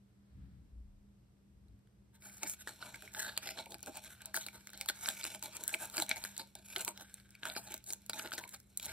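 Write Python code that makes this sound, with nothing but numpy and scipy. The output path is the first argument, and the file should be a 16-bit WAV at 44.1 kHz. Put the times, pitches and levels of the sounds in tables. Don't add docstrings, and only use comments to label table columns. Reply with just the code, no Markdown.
import sys
import numpy as np
from scipy import signal
from scipy.fft import rfft, irfft, next_fast_len
from scipy.io import wavfile
from scipy.ndimage import uniform_filter1d

SR = 44100
rng = np.random.default_rng(int(sys.argv[2]) if len(sys.argv) > 2 else 0)


def generate_wav(signal):
    frames = np.transpose(np.atleast_2d(signal))
    scaled = np.clip(frames, -1, 1) * 32767
    pcm = np.round(scaled).astype(np.int16)
    wavfile.write(sys.argv[1], SR, pcm)


def how_loud(loudness_db):
    steps = np.asarray(loudness_db, float) / 20
    return 10 ** steps


N = 393372


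def unit(x):
    return x / np.sqrt(np.mean(x ** 2))


def along(points, hz):
    f, v = np.transpose(points)
    return np.interp(np.log(hz + 1), np.log(f), v)


def colour(x, gain):
    size = next_fast_len(x.shape[-1])
    hz = np.arange(size // 2 + 1) * SR / size
    return irfft(rfft(x, size) * gain(hz), size)[..., :x.shape[-1]]


def curves(table, off_db=-140):
    s, *columns = np.transpose(table)
    t = np.arange(N) / SR
    switch = np.where((t < s[0]) | (t > s[-1]), how_loud(off_db), 1)
    return [np.interp(t, s, c) for c in columns] + [switch]


def walk(rate_hz):
    hold = int(SR / rate_hz)
    levels = np.repeat(rng.standard_normal(N // hold + 1), hold)
    return unit(uniform_filter1d(levels, hold)[:N])


def add(out, s, y):
    i = int(s * SR)
    out[:, i:i + y.shape[1]] += y[:, :N - i]


def air():
    # pitch_hz, level_db per Hz
    air_spectrum = [(15, -45), (25, -28.5), (70, -3), (161, -9.5), (200, -5.5), (242, -18.5), (277, -13.5),
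                    (796, -27.5), (863, -28.5), (1520, -31.5), (1700, -33), (12300, -41.5), (14500, -49),
                    (16000, -63)]
    # pitch_hz, likeness (0 to 1)
    air_alike = [(60, 0.93), (300, 0.57), (600, 0.1), (4000, 0.041)]
    # pitch_hz, level_db
    fan_lines = [(119, -74.5), (200, -69.5)]
    mid, side = rng.standard_normal((2, N))
    tone = lambda hz: how_loud(along(air_spectrum, hz))
    likeness = lambda hz: np.clip(along(air_alike, hz), 0, 1)
    mid = colour(mid, lambda hz: tone(hz) * np.sqrt(1 + likeness(hz)))
    side = colour(side, lambda hz: tone(hz) * np.sqrt(1 - likeness(hz)))
    fan = 0
    for hz, db in fan_lines:
        level = how_loud(db + 2.2 * walk(12)) * np.sqrt(2)
        fan = fan + level * np.sin(2 * np.pi * np.cumsum(hz + .8 * walk(6)) / SR)
    return unit(np.array([mid + side, mid - side])) * how_loud(-62.5 - 6.5) + fan


def thuds():
    # time_s, level_db
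    thud_levels = [
        (0.0, -78),
        (0.27, -73),
        (0.37, -48),
        (0.74, -57),
        (1.37, -69),
        (1.74, -57),
        (1.81, -66.5),
        (8.8, -71.5),
        (8.92, -53),
    ]
    # pitch_hz, level_db
    thud_colour = [(20, -35), (33, -22), (60, 6.5), (85, -4), (115, -7), (300, -17.5)]
    db, _ = curves(thud_levels)
    shared, differing = rng.standard_normal((2, N))
    both = shared + 0.24 * differing * np.array([[1], [-1]])
    both = colour(both, lambda hz: how_loud(along([*thud_colour, (600, -60.0)], hz)))
    return unit(both) * how_loud(db - 4.5)


def buzz():
    # time_s, pitch_hz, level_db
    buzz_course = [
        (0.3, 63.2, -81),
        (0.368, 65.8, -52.5),
        (0.68, 63.4, -70),
    ]
    # multiple of the pitch, level_db
    buzz_orders = [(1, -2), (2, -3.5), (3, -7), (4, -39)]
    hz, db, on = curves(buzz_course)
    phase = 2 * np.pi * np.cumsum(hz * (1 + 0.033 * walk(24.1))) / SR
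    stack = sum(how_loud(g + 1.4 * walk(12.0)) * np.sin(k * phase) for k, g in buzz_orders)
    return unit(stack) * how_loud(db) * on


def far():
    # pitch_hz, level_db
    far_colour = [(300, -5), (600, -2), (1700, 3), (2600, -5), (4300, -4), (7000, -30)]
    peak_s, half_s, level_db = .42, 0.27, -81
    swell = np.exp(-((np.arange(N) / SR - peak_s) / half_s) ** 2) * how_loud(1.5 * walk(15))
    rustle = colour(rng.standard_normal((2, N)), lambda hz: how_loud(along(far_colour, hz)))
    return unit(rustle) * how_loud(level_db) * swell


def steps():
    # peak_s, pitch_hz, level_db, half_length_s
    loads = [
        (0.797, 60.4, -48.5, 0.052),
        (0.87, 34.8, -60, 0.15),
        (1.56, 55.3, -63, 0.026),
        (1.736, 53.5, -69, 0.036),
        (1.74, 108, -60.5, 0.031),
        (2.452, 294.3, -55.5, 0.011),
        (5.996, 327.6, -43, 0.015),
        (6.777, 382, -49, 0.0093),
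    ]
    t = np.arange(N) / SR
    out = np.zeros(N)
    for s, hz, db, half_s in loads:
        swell = np.exp(-((t - s) / half_s) ** 2)
        out += how_loud(db) * np.sqrt(2) * swell * np.sin(2 * np.pi * hz * t)
    return out


def places(count, near_db=-6, near_t60=0.012, own_share=2.2):
    t = np.arange(512) / SR
    near = rng.standard_normal((count, 3, len(t))) * np.exp(-np.log(1000) * t / near_t60)
    near = near[:, :1] + own_share * near[:, 1:]
    near = colour(near, lambda hz: hz / (hz + 500))
    paths = how_loud(near_db) * near / np.sqrt(np.sum(near ** 2, axis=2, keepdims=True))
    paths[np.arange(count), 0, rng.integers(4, 7, size=count)] += 1
    paths[:, 1, 3] += 1
    return paths


def ring(modes, size):
    t = np.arange(size) / SR
    out = np.zeros(size)
    for k, (hz, width, db) in enumerate(modes):
        decay = width * np.exp(-np.pi * width * t)
        out += (-1) ** k * how_loud(db) * decay * np.sin(2 * np.pi * hz * t)
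    return out


def spot(modes, chance, spread_db):
    detuned = [(hz * (1 + .045 * c), width, db + spread_db * c)
               for (hz, width, db), c in zip(modes, chance)]
    return ring(detuned, size=2048)


def crack(size=128):
    # pitch_hz, level_db
    crack_colour = [(4500, -31), (5600, -4), (7000, -1), (11500, -2), (13000, -8.5), (15500, -10.5),
                    (16700, -20)]
    hz = np.arange(size + 1) * SR / (2 * size)
    cepstrum = irfft(np.log(how_loud(along([*crack_colour, (18000, -67.0)], hz))))
    cepstrum[1:size] *= 2
    cepstrum[size + 1:] = 0
    response = irfft(np.exp(rfft(cepstrum)))[:size]
    return signal.sosfilt(signal.butter(2, 5000, "high", fs=SR, output="sos"), response)


def slips(shape, scatter_db, share):
    size = how_loud(scatter_db * np.minimum(rng.exponential(size=shape), 4.5))
    return size * rng.standard_normal(shape) * (rng.random(shape) < share)


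def strike(push, chance, place, board_db, top_db, own_hz=2000, own_db=0):
    # pitch_hz, width_hz, level_db
    board_modes = [(251, 148, -3.5), (336, 122, -2), (618.3, 36, 2.5), (685, 77, -4), (866, 60, 3)]
    # pitch_hz, width_hz, level_db
    shell_modes = [(1365, 380, -7.5), (1530, 182, 0.5), (2250, 150, 1), (2880, 2080, -9), (3950, 612, 2),
                   (4230, 1470, -3), (5230, 1230, -8.5)]
    near_octaves = 0.2
    shell = []
    for hz, width, db in shell_modes:
        nearness = np.exp(-(np.log2(hz / own_hz) / near_octaves) ** 2)
        shell.append((hz, width, db + own_db * nearness))
    bodies = np.array([spot(board_modes, chance, 2.02),
                       spot(shell, chance[len(board_modes):], 2.0),
                       np.pad(crack(), (0, 2048 - 128))])
    bodies = signal.sosfilt(signal.butter(2, 170, "high", fs=SR, output="sos"), bodies)
    parts = signal.oaconvolve(push * np.ones((3, 1)), bodies, axes=1)
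    power = uniform_filter1d(parts ** 2, size=64, axis=1).max(axis=1)
    shell_share = np.sqrt(np.clip(1 - how_loud(2 * top_db), .012, 1))
    shares = np.array([how_loud(board_db), shell_share, how_loud(top_db + 3.0)])
    sound = (shares / np.sqrt(power)) @ parts
    heard = signal.fftconvolve(sound[None], place, axes=1)
    return heard / np.sqrt(uniform_filter1d(np.mean(heard ** 2, axis=0), size=64).max())


def ticks(table, db_offset):
    out, t = np.zeros((2, N)), np.arange(1024) / SR
    spray = slips((len(table), len(t)), 0.52, .4)
    chances = rng.standard_normal((len(table), 12))
    from_peak = np.abs(t - .001)
    fade = np.exp(-from_peak / 0.00033) + 0.055 * np.exp(-from_peak / 0.0095)
    for row, grains, chance, place in zip(table, spray, chances, places(len(table))):
        s, db, board_db, top_db, hz = row
        push = unit(grains) * fade
        heard = strike(push, chance, place, board_db - 17.0, top_db, own_hz=hz, own_db=11.0)
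        add(out, s - .001, how_loud(db + db_offset) * heard)
    return out


OFF_BOARD_DB, ON_BOARD_DB = -33, 4.5


def touches():
    # start_s, level_db, ring_hz
    light = [
        (1.6836, -67, 3990),
        (1.7918, -72, 1400),
        (1.873, -66, 1610),
        (3.659, -43.5, 2300),
        (3.7208, -39, 3770),
        (3.7928, -52, 1810),
        (3.8715, -41, 1420),
        (7.2, -51, 4300),
    ]
    return ticks([(s, db, OFF_BOARD_DB, -7, hz) for s, db, hz in light], -4.0)


def drags():
    # share of the length
    # spent swelling, treble_share_db. strokes swell and fade evenly
    strokes, stroke = [(2.154, 28, -65.5, -7, 1500), (2.438, 25, -43, -1, 2230),
                       (2.953, 23, -51, -6.5, 1500), (3.204, 68, -35, -11.5, 1570),
                       (3.879, 28, -45, 11, 1330), (3.966, 39.0, -48, 2, 4460),
                       (4.127, 31, -54.5, -16, 1580), (4.416, 20, -46, -29, 3700),
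                       (4.554, 34, -52.5, -4.5, 1640), (4.814, 49, -50.5, -3, 2140),
                       (5.091, 38, -38.5, -5.5, 3600), (5.203, 130, -46.5, -12, 2400),
                       (5.352, 24, -47.0, -3, 2830), (5.456, 36, -41.5, -3.5, 3800),
                       (5.74, 26, -43.5, -0.5, 2380), (6.025, 25, -40, -6.5, 3760),
                       (6.811, 24, -40.5, -9.5, 4870), (7.497, 45, -46.5, -4, 3780),
                       (7.678, 19, -50, -1.5, 4050), (8.102, 10.4, -51.5, 2, 1460),
                       (8.541, 21.5, -45.5, -9.5, 1630), (4.064, 10, -54, -14, 3500)], (0.52, -3)
    slides, slide = [(2.25, 149, -52, -6.5, 1530), (3.03, 37, -57, 3, 1500), (4.35, 31.2, -38, -3, 1510),
                     (4.674, 208, -62.5, -9, 1710), (5.244, 65.5, -45, -6.5, 4300),
                     (6.56, 34.2, -59, -1, 3580), (7.07, 293, -61, -28, 1540), (8.143, 55, -46, 0, 3750),
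                     (8.328, 35.3, -42.5, -6.5, 4160), (8.484, 85, -58, -20, 2330)], (0.15, -3.5)
    rubs, rub = [(2.302, 38.0, -78, -44, 1600), (2.832, 49, -52.5, 1, 1530), (3.288, 66, -43, -7.5, 3660),
                 (3.483, 51, -44, -8, 2200), (3.59, 34, -43.5, 4.5, 4400), (4.215, 96, -59, -32, 1600),
                 (4.258, 52, -57.5, 0, 4000), (6.108, 30, -41.5, 0.5, 2310), (6.4, 35, -43, -1.0, 3830),
                 (7.46, 41, -43, -1, 1530), (7.574, 23.2, -39.5, -3.5, 4600), (8.384, 13, -39, -11.5, 1480),
                 (8.892, 23, -47.5, -7, 2280)], (0.45, -8.5)
    jerks, jerk = [(2.466, 23, -45, -11, 2340), (4.039, 40, -50, -7, 4300), (4.889, 15.5, -34, -26, 3960),
                   (5.687, 43, -43, -13, 1640), (5.82, 46, -42, -3.5, 1500), (6.168, 27, -47, 4, 2170),
                   (6.243, 74, -46.5, -11.5, 4300), (6.711, 126, -49, -12.5, 3700),
                   (6.881, 26, -38.5, -2, 1640), (7.348, 12, -64.5, -23, 2320), (7.722, 47, -48, -2, 2430),
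                   (8.199, 65, -41.5, -17, 1460)], (0.38, -2.5)
    swishes, swish = [(2.502, 27.7, -34, -23, 1500), (2.537, 13, -45, -25, 1900),
                      (7.634, 51, -54, -8, 3100), (7.895, 35, -44.5, -10, 3900), (7.931, 61, -54, -8, 5400),
                      (8.703, 24, -68.5, -18, 3730), (5.855, 13, -51, -12, 4500),
                      (3.507, 11, -49, -6, 4000)], (0.58, -0.92)
    pulls, pull = [(2.617, 24, -51.5, -30, 1570), (3.739, 48, -51, 7, 3780), (4.477, 46, -49.5, -0.5, 3740),
                   (5.062, 70, -41.5, -13, 1770), (5.562, 40, -48.5, -12, 1530), (5.63, 76, -50.5, 0, 3960),
                   (5.989, 50.3, -39, -10, 1630), (7.018, 50.5, -51.5, -3, 1520),
                   (8.443, 52.6, -53, 7, 4000), (8.853, 36.6, -41.5, -11, 1360)], (0.75, -2.95)
    shoves, shove = [(2.69, 32, -44, -7, 1590), (2.878, 53, -53, -4.5, 1600), (3.434, 36, -47, -16, 1530),
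                     (4.075, 18, -57.5, -5, 1560)], (0.38, -6.5)
    scuffs, scuff = [(3.377, 43, -54, -2, 4400), (3.665, 5.8, -51, 27, 1380), (3.834, 12, -55, -14, 1690),
                     (4.74, 14, -54, -3.5, 1470), (6.765, 16, -45.5, 0.5, 1610),
                     (8.251, 34, -48.5, 9, 1570)], (0.45, -25)
    kinds = [(strokes, stroke), (slides, slide), (rubs, rub), (jerks, jerk),
             (swishes, swish), (pulls, pull), (shoves, shove), (scuffs, scuff)]
    usual_db = np.mean([row[2] for table, _ in kinds for row in table])
    rows = []
    for table, (rise, treble_db) in kinds:
        for s, ms, db, board_db, hz in table:
            top_db = treble_db + 0.0567 * (db - usual_db)
            rows.append((s, rise * ms, (1 - rise) * ms, db, board_db, top_db, hz))
    return rows


def scrapes(table):
    out, chances = np.zeros((2, N)), rng.standard_normal((len(table), 12))
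    own_grip = np.array([walk(70), walk(90), walk(120)])
    grip_db = 2.37 * walk(110) + 1.03 * walk(300) + 2.55 * own_grip
    rubbing = slips((3, N), 2.1, .15) * how_loud(grip_db)
    rubbing = rubbing + how_loud(8.5) * slips(N, 1.9, .009)
    for row, chance, place in zip(table, chances, places(len(table))):
        s, rise_ms, fall_ms, db, board_db, top_db, hz = row
        ms = np.arange(-3 * rise_ms, 4 * fall_ms, 1000 / SR)
        half_ms = np.where(ms < 0, rise_ms, fall_ms)
        swell = .5 ** (np.abs(ms / half_ms) ** np.where(ms < 0, 1.7, 1.3))
        i = int((s + ms[0] / 1000) * SR)
        push = rubbing[:, i:i + len(ms)] * swell[:N - i]
        heard = strike(push, chance, place, board_db - 3.5, top_db, own_hz=hz, own_db=5.5)
        add(out, i / SR, how_loud(db + 2.5) * heard)
    return out


def drag(count=3):
    # time_s, level_db
    rustle_levels = [(2.19, -100), (2.23, -71), (2.4, -60.5), (3.4, -59.5), (4.6, -63), (5.47, -60.5),
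                     (6.3, -58.5), (6.55, -71.5), (7.3, -70), (7.6, -78), (8.0, -67.5), (8.3, -63),
                     (8.65, -82), (8.86, -63), (8.92, -47.5)]
    db, on = curves(rustle_levels)
    legs = np.zeros(1)
    for place in places(count):
        push = slips(N, 3.0, 0.088) * how_loud(1.8 * walk(40) + 4.6 * walk(9))
        legs = legs + strike(push, rng.standard_normal(12), place, -12, -4.5)
    return unit(legs[:, :N]) * how_loud(db - 3.0) * on


def contacts():
    # start_s, level_db, treble_share_db, ring_hz
    knocks = [(2.222, -53.5, -4, 1460), (2.4324, -29.5, -3.5, 2500), (3.8293, -37.5, 4, 4270),
              (4.373, -34, -19, 1620), (4.86, -40.5, -2.5, 4460), (4.898, -30, -27, 1530),
              (5.2652, -36, -1.5, 2970), (5.4263, -35, -2.5, 4500), (5.9697, -30, -1.5, 1650),
              (5.9802, -27.5, -7, 1690), (5.9998, -28, -2, 4370), (6.022, -25, -6, 3860),
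              (6.553, -39.5, -1.5, 3760), (6.8789, -29.5, -3, 1670), (7.7416, -33.5, -0.6, 3800),
              (7.9256, -33.5, 7, 3600), (8.3802, -35.5, -4, 2210), (8.8638, -38, -1.3, 1260)]
    # start_s, level_db, treble_share_db,
    # ring_hz
    shell_taps = [(2.2966, -54, -12, 2330), (2.9438, -43.5, -22, 2300), (3.367, -42, -15, 3650),
                  (3.473, -36, -7, 3970), (3.575, -43, -17, 1620), (3.5888, -38, -19, 4150),
                  (4.071, -63, -15, 1560), (4.2065, -51.5, -15, 1580), (4.485, -40, -8, 2460),
                  (4.6926, -49.5, -12, 4230), (4.7026, -51, -1.5, 1650), (4.9614, -52, 0, 4050),
                  (5.0843, -33, -17, 1530), (5.1687, -47, -7, 2380), (5.2334, -39, -15, 2530),
                  (6.1685, -40, -7, 2200), (7.0098, -45.5, -3.5, 1500), (7.3521, -49, -11, 2370),
                  (7.5519, -45, -12, 2340), (8.2596, -40.5, -8, 1580), (8.274, -43, -20, 1530),
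                  (8.5465, -46, -14, 1700),
                  (2.674, -35, -15, 1530), (2.826, -38.5, -25, 1570), (3.0766, -46, -23, 2140),
            (3.148, -37.5, -12, 1630), (3.4899, -36, -10, 2140), (3.7435, -39, -8, 1580),
            (5.059, -32.5, -33, 1890), (5.2118, -40, -7, 3070), (5.2257, -46, -6, 4300),
            (5.7405, -27, -10, 2410), (6.113, -23, -18, 1965), (6.3956, -40.5, -12, 3650),
            (6.762, -27.5, -12, 1690), (7.4326, -35.5, -46, 1450), (7.454, -31.5, -9.5, 1620),
            (7.499, -35.5, -28, 3980), (7.5648, -33.5, -29, 4400), (8.1332, -33.5, -15, 3540),
            (8.1951, -35.5, -20, 1440), (8.3193, -34.5, -26, 1430), (8.3363, -34, -21, 4140),
            (8.438, -41.5, -23, 2250)]
    # start_s, level_db, ring_hz
    flicks = [(2.3812, -50, 5330), (2.7599, -56, 4280), (3.0146, -64, 3830), (3.1383, -45.5, 2320),
              (3.7065, -48, 3850), (3.7837, -56, 5590), (3.806, -53, 4270), (3.8612, -42, 2620),
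              (3.9716, -38, 4270), (4.0468, -45, 2250), (4.2187, -45, 1760), (4.4313, -49, 1400),
              (4.7756, -44, 1650), (5.3572, -47, 2460), (5.3935, -52, 4300), (5.4366, -38, 4120),
              (5.6091, -47, 3540), (5.693, -36, 1560), (5.8468, -43, 4220), (5.8993, -43, 3680),
              (6.0641, -45, 5260), (6.1798, -44, 3590), (6.4733, -59, 3550), (6.7022, -45.5, 1750),
              (7.3062, -54, 4980), (7.7204, -41, 2330), (7.7781, -46.5, 5260), (7.8412, -47, 4150),
              (7.8641, -47, 3950), (7.8774, -48, 4070), (8.0188, -58, 5590), (8.3091, -46, 1710),
              (8.4782, -49, 3410), (8.6013, -52.5, 5590)]
    # start_s, level_db
    snaps = [(2.4976, -46), (4.2578, -35.5), (4.365, -27), (5.568, -35.5), (5.6377, -32.5), (5.679, -24.5),
             (6.093, -29), (6.3788, -33), (6.7825, -36.5), (6.8087, -32.5), (6.8484, -30.5), (7.1418, -39),
             (7.538, -46), (7.9338, -30), (8.063, -46), (8.492, -43.5), (8.7738, -28), (8.828, -39),
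             (8.8575, -33.5)]
    # start_s, level_db, ring_hz
    claw_ticks = [(2.958, -46, 1760), (3.023, -44.5, 1530), (3.3764, -25, 4670), (4.3434, -29, 1560),
                  (4.465, -35, 4400), (4.6718, -41.5, 4820), (4.733, -46, 1590), (4.8116, -30.5, 2250),
                  (4.8877, -25.5, 4300), (5.0875, -24, 3620), (5.241, -30.5, 4700), (5.2518, -32, 2720),
                  (5.348, -42, 1770), (5.459, -43, 3770), (5.7447, -27.5, 2360), (6.16, -40, 2190),
                  (6.2395, -32, 4500), (6.25, -34.5, 1530), (6.366, -42.5, 3770), (6.976, -43, 4900),
                  (7.9048, -34.5, 3860), (8.097, -30, 4530), (8.798, -38, 4600)]
    return ([(s, db, ON_BOARD_DB, top_db, hz) for s, db, top_db, hz in knocks]
            + [(s, db, OFF_BOARD_DB, top_db, hz) for s, db, top_db, hz in shell_taps]
            + [(s, db, OFF_BOARD_DB, -1, hz) for s, db, hz in flicks]
            + [(s, db, OFF_BOARD_DB, -0.27, 3830) for s, db in snaps]
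            + [(s, db, OFF_BOARD_DB, -4.5, hz) for s, db, hz in claw_ticks])


def walls(x, room_db=-19, room_t60=0.28):
    t = np.arange(SR // 3) / SR
    tail = rng.standard_normal((2, len(t))) * np.exp(-np.log(1000) * t / room_t60)
    tail = unit(colour(tail, lambda hz: 1 / (1 + hz / 3500))) / np.sqrt(len(t))
    return x + how_loud(room_db) * signal.fftconvolve(x, tail, axes=1)[:, :N]


def scene():
    pan_db, lag_s = 1.6, -.0004
    left, right = buzz() + thuds() + steps()
    left = np.roll(left, int(lag_s * SR)) * how_loud(pan_db / 2)
    floor = np.array([left, right * how_loud(-pan_db / 2)])
    beetles = touches() + scrapes(drags()) + drag() + ticks(contacts(), 0.083)
    return air() + floor + far() + walls(beetles)


def spread(dry):
    split_hz, lag_s, top_hz = 6500, .000304, 16750
    leak = 0.45
    shared = lambda hz: (1 - leak ** 2) / (1 + (split_hz / (hz + 1)) ** 12)
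    left_top = colour(dry[0], lambda hz: -np.sqrt(shared(hz)) * np.exp(-2j * np.pi * hz * lag_s))
    right = colour(dry[1], lambda hz: np.sqrt(1 - shared(hz))) + left_top
    return colour(np.array([dry[0], right]), lambda hz: hz < top_hz)


def thin_out(both):
    # low_hz, high_hz
    low_hz, high_hz = (4800, 15600)
    weak_db, sharp = -8, 9
    pair = np.array([both[0] + both[1], both[0] - both[1]]) / 2
    hz, _, z = signal.stft(pair, SR, nperseg=2048)
    bands = (np.abs(z[:, :1024]) ** 2).reshape(2, 64, 16, -1).sum(axis=2)
    bands = uniform_filter1d(bands, size=2, axis=1, origin=-1)
    keep = np.repeat(bands > how_loud(2 * weak_db) * bands[::-1], 16, axis=1)
    bin_hz = hz[:1024, None]
    keep = (keep | (bin_hz < low_hz)) & (bin_hz < high_hz)
    frames = np.abs(irfft(z[0] * (hz[:, None] > low_hz), axis=0))
    click = frames.max(axis=0) > sharp * np.sqrt(np.mean(frames ** 2, axis=0))
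    z[:, :1024] *= keep | click
    mid, side = signal.istft(z, SR, nperseg=2048)[1][:, :N]
    return np.array([mid + side, mid - side])


def top_cut(x):
    return signal.sosfilt(signal.butter(12, 16820, fs=SR, output="sos"), x)


def record(dry):
    mix = thin_out(spread(dry))
    return top_cut(mix)


dry = scene()
out = record(dry)
generate_wav(out)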